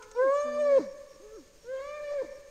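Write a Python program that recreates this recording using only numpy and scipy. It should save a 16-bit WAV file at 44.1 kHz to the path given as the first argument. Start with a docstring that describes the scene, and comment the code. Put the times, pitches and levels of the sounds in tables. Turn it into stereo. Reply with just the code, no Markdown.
"""Beside a forest road a bear wails twice; the echo of an earlier call fades at the start, softer moans answer
and a low hum joins the first wail. Each wail is a harmonic series, nearly a pure tone, whose pitch arches and
then collapses into a croak. Scattering among the trees returns the calls as reverberation for over a second. A
cricket stridulates over the faint hiss of the forest and distant insects, with small ticks close by."""
import sys
import numpy as np
from scipy import signal
from scipy.fft import rfft, irfft
from scipy.io import wavfile
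from scipy.ndimage import uniform_filter1d

SR = 44100
rng = np.random.default_rng(int(sys.argv[2]) if len(sys.argv) > 2 else 0)


def dump_mix(stems):
    """Bounce the given channels to the path in sys.argv[1] as a 16-bit WAV at rate SR."""
    frames = np.atleast_2d(stems).T  # one column per channel
    limited = np.clip(frames, -1, 1)  # hard clip at full scale
    pcm = np.round(limited * 32767).astype(np.int16)
    wavfile.write(sys.argv[1], SR, pcm)


N = 110250
T = np.arange(N) / SR

# Hoarse moments of the voice: centre_s, half_length_s, noise_db, pitch_jitter_share
HOARSE_MOMENTS = [(0.23, 0.046, -65.5, 0), (0.715, 0.018, -54, .004), (0.805, 0.038, -48, .004),
                  (1.795, 0.025, -62, .018), (2.131, 0.014, -51, .012), (2.24, 0.029, -57, .006)]


def voice(times_s, pitch_hz, levels_db, fade_db_per_s, sink_s=0.0333, drop_db=12):
    """Periodic vibration: harmonics share one pitch, which collapses as the tone dies at its end."""
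    # Throat resonances from the fifth harmonic up: frequency_hz, gain_db
    throat = [(2400, -7.5), (2900, -8), (3550, -7.5), (4150, -9), (4700, -9), (5300, -14), (6000, -27),
              (6600, -14), (7100, -19), (7650, -27.5), (8300, -22), (9400, -46.5)]
    # Shrill moments, lifting the harmonics above an edge: centre_s, half_length_s, boost_db, edge_hz
    shrill_moments = [(0.377, 0.087, 13.5, 5900), (.59, 0.04, 7.5, 5900), (0.663, .025, 7, 4000),
                      (1.81, .03, 5, 4000)]
    floor_hz, flutter_db, shimmer_db, overtone_fade_db_per_s = 176.7, 0.5, 4, 300
    after_s = np.maximum(T - times_s[-1], 0)
    sinking_s = np.maximum(T - times_s[-1] + 0.004, 0)  # the pitch gives way just before the level
    pitch = floor_hz + (np.interp(T, times_s, pitch_hz) - floor_hz) * np.exp(-sinking_s / sink_s)
    jitter = 0.00423 + sum(share * bump(s, half) for s, half, _, share in HOARSE_MOMENTS)
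    pitch = uniform_filter1d(pitch, 300) * (1 + jitter * wander(200) + 0.0033 * wander(37))
    phase = 2 * np.pi * np.cumsum(pitch) / SR
    levels = [np.interp(T, times_s, level) for level in levels_db]
    tone = np.zeros(N)
    for k, level in enumerate(levels[:4], 1):
        loss_db = (k > 1) * overtone_fade_db_per_s * after_s  # overtones die first
        tone += amp(level + flutter_db * wander(70) - loss_db) * np.sin(k * phase)
    if len(levels) > 4:  # a fifth level sets the treble, harmonics 5 to 16
        flares = [(db * bump(s, half), edge) for s, half, db, edge in shrill_moments]
        for k in range(5, 17):
            shrill_db = sum(flare for flare, edge in flares if k * pitch_hz.max() > edge)
            treble_db = levels[4] + at_hz(throat, k * pitch) + shrill_db + shimmer_db * wander(27)
            tone += amp(treble_db - fade_db_per_s * after_s) * np.sin(k * phase)
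    onset = np.clip((T - times_s[0]) / 0.0026 + 1, 0, 1)
    ending_db = -fade_db_per_s * after_s - drop_db * (1 - np.exp(-after_s / 0.0072))
    return np.sqrt(2) * tone * onset * amp(ending_db) * np.exp(-(after_s / 0.11) ** 6)


def wails():
    """Frequency modulation: two loud calls each glide along an arch of pitch."""
    # Wail contours: time_s, pitch_hz, harmonic_1_db to harmonic_4_db, treble_db
    first_wail = [(0.15, 442.4, -50.5, -48.5, -66.5, -77, -68), (0.168, 485.4, -35, -47, -55, -81, -59),
                  (0.196, 497, -23, -33.5, -41.5, -54, -81), (0.234, 533.8, -23.5, -38, -35, -60, -69),
                  (0.254, 532.2, -25.5, -33.5, -41, -82, -67.5),
                  (0.282, 538.9, -23.5, -34.5, -40.5, -53.5, -72),
                  (0.352, 573.2, -27.5, -31.5, -52, -63.5, -58),
                  (0.364, 576.5, -28, -35, -46.5, -55.5, -57), (0.466, 590.8, -34, -41, -52, -59.5, -61),
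                  (0.526, 585, -35, -46.5, -47.5, -60, -58.5), (0.576, 590, -31, -41, -53, -56.5, -58),
                  (0.592, 596, -29, -46, -58, -65, -58), (0.608, 595, -26.5, -47, -46, -51.5, -56),
                  (0.64, 581.5, -25, -48.5, -48, -75.5, -62.5), (0.656, 582.6, -26.5, -40, -50.5, -56, -61),
                  (0.718, 561, -22, -42, -47, -49.5, -61.5), (0.755, 541, -20.5, -44, -49, -55, -58),
                  (0.769, 538, -17.3, -44, -54, -64, -59), (0.785, 525, -21, -37, -54, -68, -60)]
    second_wail = [(1.645, 455, -52, -80, -75, -78, -76), (1.661, 467.2, -49.5, -65, -65, -80, -74),
                   (1.697, 510, -37.5, -69, -53, -65, -69), (1.737, 537, -35, -57, -50, -70, -67),
                   (1.783, 531, -38.5, -51, -53, -61, -66), (1.875, 581, -43, -46.5, -59.5, -58, -62.5),
                   (1.959, 599, -42, -48, -54, -52.5, -60), (2.001, 591, -41, -54, -51, -63, -68),
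                   (2.045, 587, -40, -60, -62, -59, -64), (2.107, 578, -36, -51, -57, -55, -61.5),
                   (2.121, 586, -32, -54, -70, -62, -68), (2.135, 590, -35, -54, -55, -66, -70),
                   (2.175, 570, -31, -55, -64, -62, -69), (2.191, 540, -31, -68, -49, -59, -68),
                   (2.222, 520, -31, -47, -66, -71, -73)]
    contours = map(np.transpose, (first_wail, second_wail))
    return sum(voice(s, hz, levels, fade_db_per_s=442) for s, hz, *levels in contours)


def croaks():
    """Register break: each wail closes in a low, fluttering tone that sinks away."""
    # Low notes: start_s, length_s, pitch_hz, level_db
    breaks = [(0.796, 0.015, 325, -30), (2.235, .015, 335, -42)]
    slope_db_per_octave, flutter_depth = -14, 0.18
    out = np.zeros(N)
    for start, length, hz, db in breaks:
        levels = [np.full(2, db + slope_db_per_octave * np.log2(k)) for k in range(1, 5)]
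        tone = voice([start, start + length], [hz, hz], levels, fade_db_per_s=219.5)
        out += tone * (1 + flutter_depth * wander(150))
    return out


def rasp(wail):
    """Turbulence: air noise follows the wails' envelope and flares where the voice turns hoarse."""
    # Spectra of breath and of hoarseness: frequency_hz, gain_db
    air_spectrum = [(150, -17), (500, -11.5), (1500, -2.5), (2300, -5), (3000, -3.5), (4500, -0.5),
                    (6600, -8.5), (8500, -5), (10000, -38.5)]
    hoarse_spectrum = [(100, -23), (350, 0), (1100, 1), (1400, -7), (1750, -2), (2200, -7), (3000, -18),
                       (4600, -4), (6500, -12), (8500, -24), (10000, -45)]
    effort = abs(uniform_filter1d(wail ** 2, 900)) ** 0.5
    air = amp(-37.5) * effort.max() * (effort / effort.max()) ** 0.55 * noise(air_spectrum)
    flares = sum(amp(db) * bump(s, half) for s, half, db, _ in HOARSE_MOMENTS)
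    return spread(air + flares * noise(hoarse_spectrum), mid=0.64, side=0.5)


def moans():
    """Weak voicing: the first table holds a faint tone of four harmonics, the fading echo of an earlier call,
    that runs into a soft moan; the second holds a later soft call that rises a little, swells and sinks away."""
    # Moan contours: time_s, pitch_hz, harmonic_1_db to harmonic_4_db
    first_moan = [(0, 436, -56, -68, -64, -80), (.07, 428, -57, -67, -63, -69),
                  (.14, 436, -58, -68, -66, -66), (.2, 450, -48, -64, -64, -74),
                  (.236, 440, -41, -68, -62, -76)]
    second_moan = [(1.2, 315, -58, -82, -84, -88), (1.228, 402, -55, -77, -74, -82),
                   (1.25, 421, -50, -72, -74, -80), (1.305, 432, -53, -77, -73, -66),
                   (1.345, 445, -46, -78, -61, -75), (1.369, 434, -46, -80, -61, -66)]
    out = np.zeros(N)
    for s, hz, *levels in map(np.transpose, (first_moan, second_moan)):
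        release = np.exp(-(np.maximum(T - s[-1], 0) / 0.06) ** 4)
        out += voice(s, hz, levels, fade_db_per_s=130, sink_s=0.048, drop_db=0) * release
    return out


def hum():
    """Superposition: a low, nearly steady tone on its own fundamental lies under the first wail."""
    # Hum contour: time_s, pitch_hz, level_db
    contour = [(.425, 267.8, -75), (.455, 252.4, -43.5), (.54, 243.4, -43.5), (.63, 249, -45.5),
               (.7, 261, -46), (.78, 262, -48.5), (.81, 256.2, -47.5)]
    # Harmonics 1 to 3: gain_db
    harmonics_db = [-3, -7, -20]
    s, hz, db = np.transpose(contour)
    phase = 2 * np.pi * np.cumsum(np.interp(T, s, hz)) / SR
    tone = sum(amp(level) * np.sin(k * phase) for k, level in enumerate(harmonics_db, 1))
    return np.sqrt(2) * tone * amp(np.interp(T, s, db)) * (T > s[0]) * (T < s[-1])


def tree_scatter(calls):
    """Diffuse reverberation: the trees scatter many echoes, each band dying at its own rate."""
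    # Reverberation time: frequency_hz, t60_s
    decay_times = [(200, 0.97), (550, 1.93), (1200, 1.96), (2400, 1.4), (6000, 0.36)]
    # Echo spectrum: frequency_hz, gain_db
    echo_spectrum = [(150, -15), (330, -7), (470, -3), (580, 3), (800, 1), (1170, 6.5), (1400, 0),
                     (1600, 1), (1790, 14.5), (2400, 7), (2900, -2), (6000, 1)]
    # Left-right likeness: frequency_hz, coherence
    likeness = [(300, 0.99), (600, 0.66), (1200, 0.17), (2400, 0.27), (6000, .1)]
    echoes_per_s, build_s, echo_db = 1500, 0.024, -18.3
    taps = rng.standard_normal((2, 2 * SR)) * (rng.random(2 * SR) < echoes_per_s / SR)
    hz, t, bands = signal.stft(unit(taps), SR, nperseg=512)
    coherence = np.clip(at_hz(likeness, hz), 0, 1)[:, None]
    bands[1] = coherence * bands[0] + np.sqrt(1 - coherence ** 2) * bands[1]
    decay = amp(-60 * t / at_hz(decay_times, hz)[:, None]) * (1 - np.exp(-t / build_s))
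    energy = (decay ** 2).mean(1, keepdims=True) * 2 * SR
    decay *= amp(at_hz(echo_spectrum, hz))[:, None] / np.sqrt(energy)
    response = signal.istft(bands * decay, SR, nperseg=512)[1]
    return amp(echo_db) * signal.fftconvolve(calls[None], response, axes=1)[:, :N]


def tree_lines(calls, cutoff_hz=900):
    """Discrete reflection: the tree lines return two delayed, low-passed copies."""
    # Reflections: delay_s, gain_db
    returns = [(.135, -31), (.34, -37)]
    delays = lambda f: sum(amp(db) * np.exp(-2j * np.pi * f * s) for s, db in returns)
    return shaped(calls, lambda f: delays(f) / (1 + (f / cutoff_hz) ** 4))


def lingering_echo(fade_db_per_s=60):
    """Reverberant decay: the blurred harmonics of an earlier call die away among the trees."""
    # Noise bands: centre_hz, level_db
    harmonics = [(510, -53.5), (990, -54.5), (1420, -56.5)]
    tail = sum(amp(db - fade_db_per_s * T) * band(hz, width_oct=0.08) for hz, db in harmonics)
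    return spread(tail, mid=0.88, side=0.4)


def cricket():
    """Stridulation: each chirp is a swelling run of wing strokes, every stroke gliding down a little."""
    # Chirps: start_s, level_db
    chirps = [(0.104, -55.5), (.345, -55), (0.596, -55.5), (0.844, -56), (1.075, -56.5), (1.327, -59),
              (1.583, -58), (1.824, -59.5), (2.052, -59), (2.287, -57.5)]
    carrier_hz, glide_hz, jitter_hz, strokes_per_s, chirp_s = 5560, 230, 40, 76, 0.091
    out = np.zeros(N)
    for start, db in chirps:
        progress = np.clip((T - start) / chirp_s, 0, 1)
        swell = (progress > 0) * (progress < 1) * (0.65 + 0.51 * np.minimum(2 * progress, 1))
        stroke = (T - start) * strokes_per_s % 1
        pulses = np.sin(np.pi * stroke ** 0.92) ** 2.1
        pitch = carrier_hz + jitter_hz * wander(90) - glide_hz * (stroke - 0.5)
        out += amp(db) * swell * pulses * np.sin(2 * np.pi * np.cumsum(pitch) / SR)
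    return out


def ticks():
    """Damped transients: small dry snaps close by, each a burst of noise around a resonance."""
    # Snaps: start_s, level_db, ring_hz, decay_s
    snaps = [(0.023, -50, 2220, 0.018), (0.026, -54, 6100, 0.0089), (0.1142, -46.5, 6850, 0.0053)]
    return sum(amp(db) * (T > s) * np.exp(-abs(T - s) / decay) * band(hz, width_oct=0.137, skirt=0.51)
               for s, db, hz, decay in snaps)


def distant_insects():
    """Narrow-band noise: its random beating gives the waver of faint, high trills."""
    # Trills: centre_s, half_length_s, level_db
    trills = [(.06, .04, -75), (.6, .03, -70), (1.0, .05, -76), (1.23, .03, -70), (1.35, .03, -71),
              (1.94, .07, -73), (2.48, .04, -75)]
    return sum(amp(db) * bump(s, half) for s, half, db in trills) * band(6430, width_oct=0.02)


def forest_air(level_db=-56.5, flicker_db=0.75):
    """Ambient noise: low air rumble and forest hiss, partly coherent between left and right."""
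    # Ambient spectrum: frequency_hz, gain_db
    ambient_spectrum = [(20, 7.5), (50, -1), (100, -10), (170, -12.5), (330, -12.5), (450, -6),
                        (750, -22.5), (1400, -22.5), (2000, -23), (3000, -21.5), (4000, -20.5), (5200, -18),
                        (6000, -23), (7150, -17.5), (7700, -28), (8300, -21), (9000, -25.5), (9600, -33.5),
                        (12500, -30.5), (15500, -34.5)]
    # Left-right likeness: frequency_hz, coherence
    likeness = [(30, 0.052), (120, .4), (500, 0.44), (1500, 1), (3000, 0.1), (8000, 0.043)]
    left, independent = noise(ambient_spectrum)
    coherence = lambda f: np.clip(at_hz(likeness, f), 0, 1)
    right = shaped(left, coherence) + shaped(independent, lambda f: np.sqrt(1 - coherence(f) ** 2))
    return np.array([left, right]) * amp(level_db + flicker_db * wander(25))


def amp(db):
    """Decibels as an amplitude ratio."""
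    return 10 ** (np.asarray(db) / 20)


def unit(x):
    """Normalisation to rms 1."""
    return x / np.sqrt(np.mean(x ** 2) + 1e-20)


def at_hz(points, hz):
    """Interpolation of a table on a log-frequency axis."""
    f, value = np.transpose(points)
    return np.interp(np.log(hz + 1), np.log(f + 1), value)


def shaped(x, gain):
    """Linear filtering: the spectrum of x is multiplied by gain(frequency)."""
    size = 2 * x.shape[-1]
    return irfft(rfft(x, size) * gain(np.fft.rfftfreq(size, 1 / SR)), size)[..., :size // 2]


def noise(spectrum):
    """Two channels of coloured noise."""
    return unit(shaped(rng.standard_normal((2, N)), lambda f: amp(at_hz(spectrum, f))))


def band(hz, width_oct, skirt=0):
    """Two channels of band-pass noise: a Gaussian peak on an optional broad skirt."""
    peak = lambda f: np.exp(-0.5 * (np.log2((f + 1) / hz) / width_oct) ** 2)
    return unit(shaped(rng.standard_normal((2, N)), lambda f: peak(f) + skirt * (f > 700) * (f < 9000)))


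def wander(rate_hz):
    """Random modulation: low-pass noise with rms 1."""
    f = np.fft.rfftfreq(N, 1 / SR)[:2000]
    spectrum = rng.standard_normal(len(f)) + 1j * rng.standard_normal(len(f))
    return unit(irfft(spectrum * np.exp(-(f / rate_hz) ** 2), N))


def bump(centre_s, half_s):
    """A Gaussian envelope of height 1."""
    return np.exp(-0.5 * ((T - centre_s) / half_s) ** 2)


def spread(pair, mid, side):
    """Mid-side mixing: one signal reaches left and right in phase, the other in antiphase."""
    return mid * pair[0] + side * pair[1] * np.array([[1], [-1]])


def scene():
    """Superposition of the bears, their echoes, the insects and the forest air."""
    # Level sent into the trees, the later calls being farther off: time_s, gain_db
    echo_feed = [(.8, -1), (1.6, 7)]
    # Phase difference between the microphones: frequency_hz, left_lead_rad
    phase_lead = [(60, 0), (300, .1), (600, .2), (1200, .6), (1900, 1.0), (2400, .9), (2930, -.7),
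                  (5500, 1.8), (8400, .1)]
    wail = wails()
    bears = wail + hum() + moans() + croaks() + rasp(wail)
    into_trees = bears[0] * amp(np.interp(T, *np.transpose(echo_feed)))
    animals = bears + tree_scatter(into_trees) + tree_lines(into_trees) + cricket()
    animals[1] = shaped(animals[1], lambda f: np.exp(-1j * at_hz(phase_lead, f)))
    return animals + ticks() + lingering_echo() + forest_air() + distant_insects()


def record(dry):
    """Frequency response: the two microphones differ in colour and share one band limit."""
    # Level difference: frequency_hz, left_minus_right_db
    balance = [(60, 2.5), (300, 5), (600, 4.5), (1200, 5.5), (1750, 5), (2350, 13), (3300, 1), (4500, 0),
               (5500, 3.5), (6400, 19.5), (7400, -3), (8600, -4.5), (10000, 0.5)]
    cutoff_hz = 15700
    pair = shaped(dry, lambda f: amp(at_hz(balance, f) * np.array([[0.5], [-0.5]])))
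    low_pass = signal.firwin(511, cutoff_hz, window=("kaiser", 9), fs=SR)
    return signal.oaconvolve(pair, low_pass[None], "same")


dry = scene()
out = record(dry)
dump_mix(out)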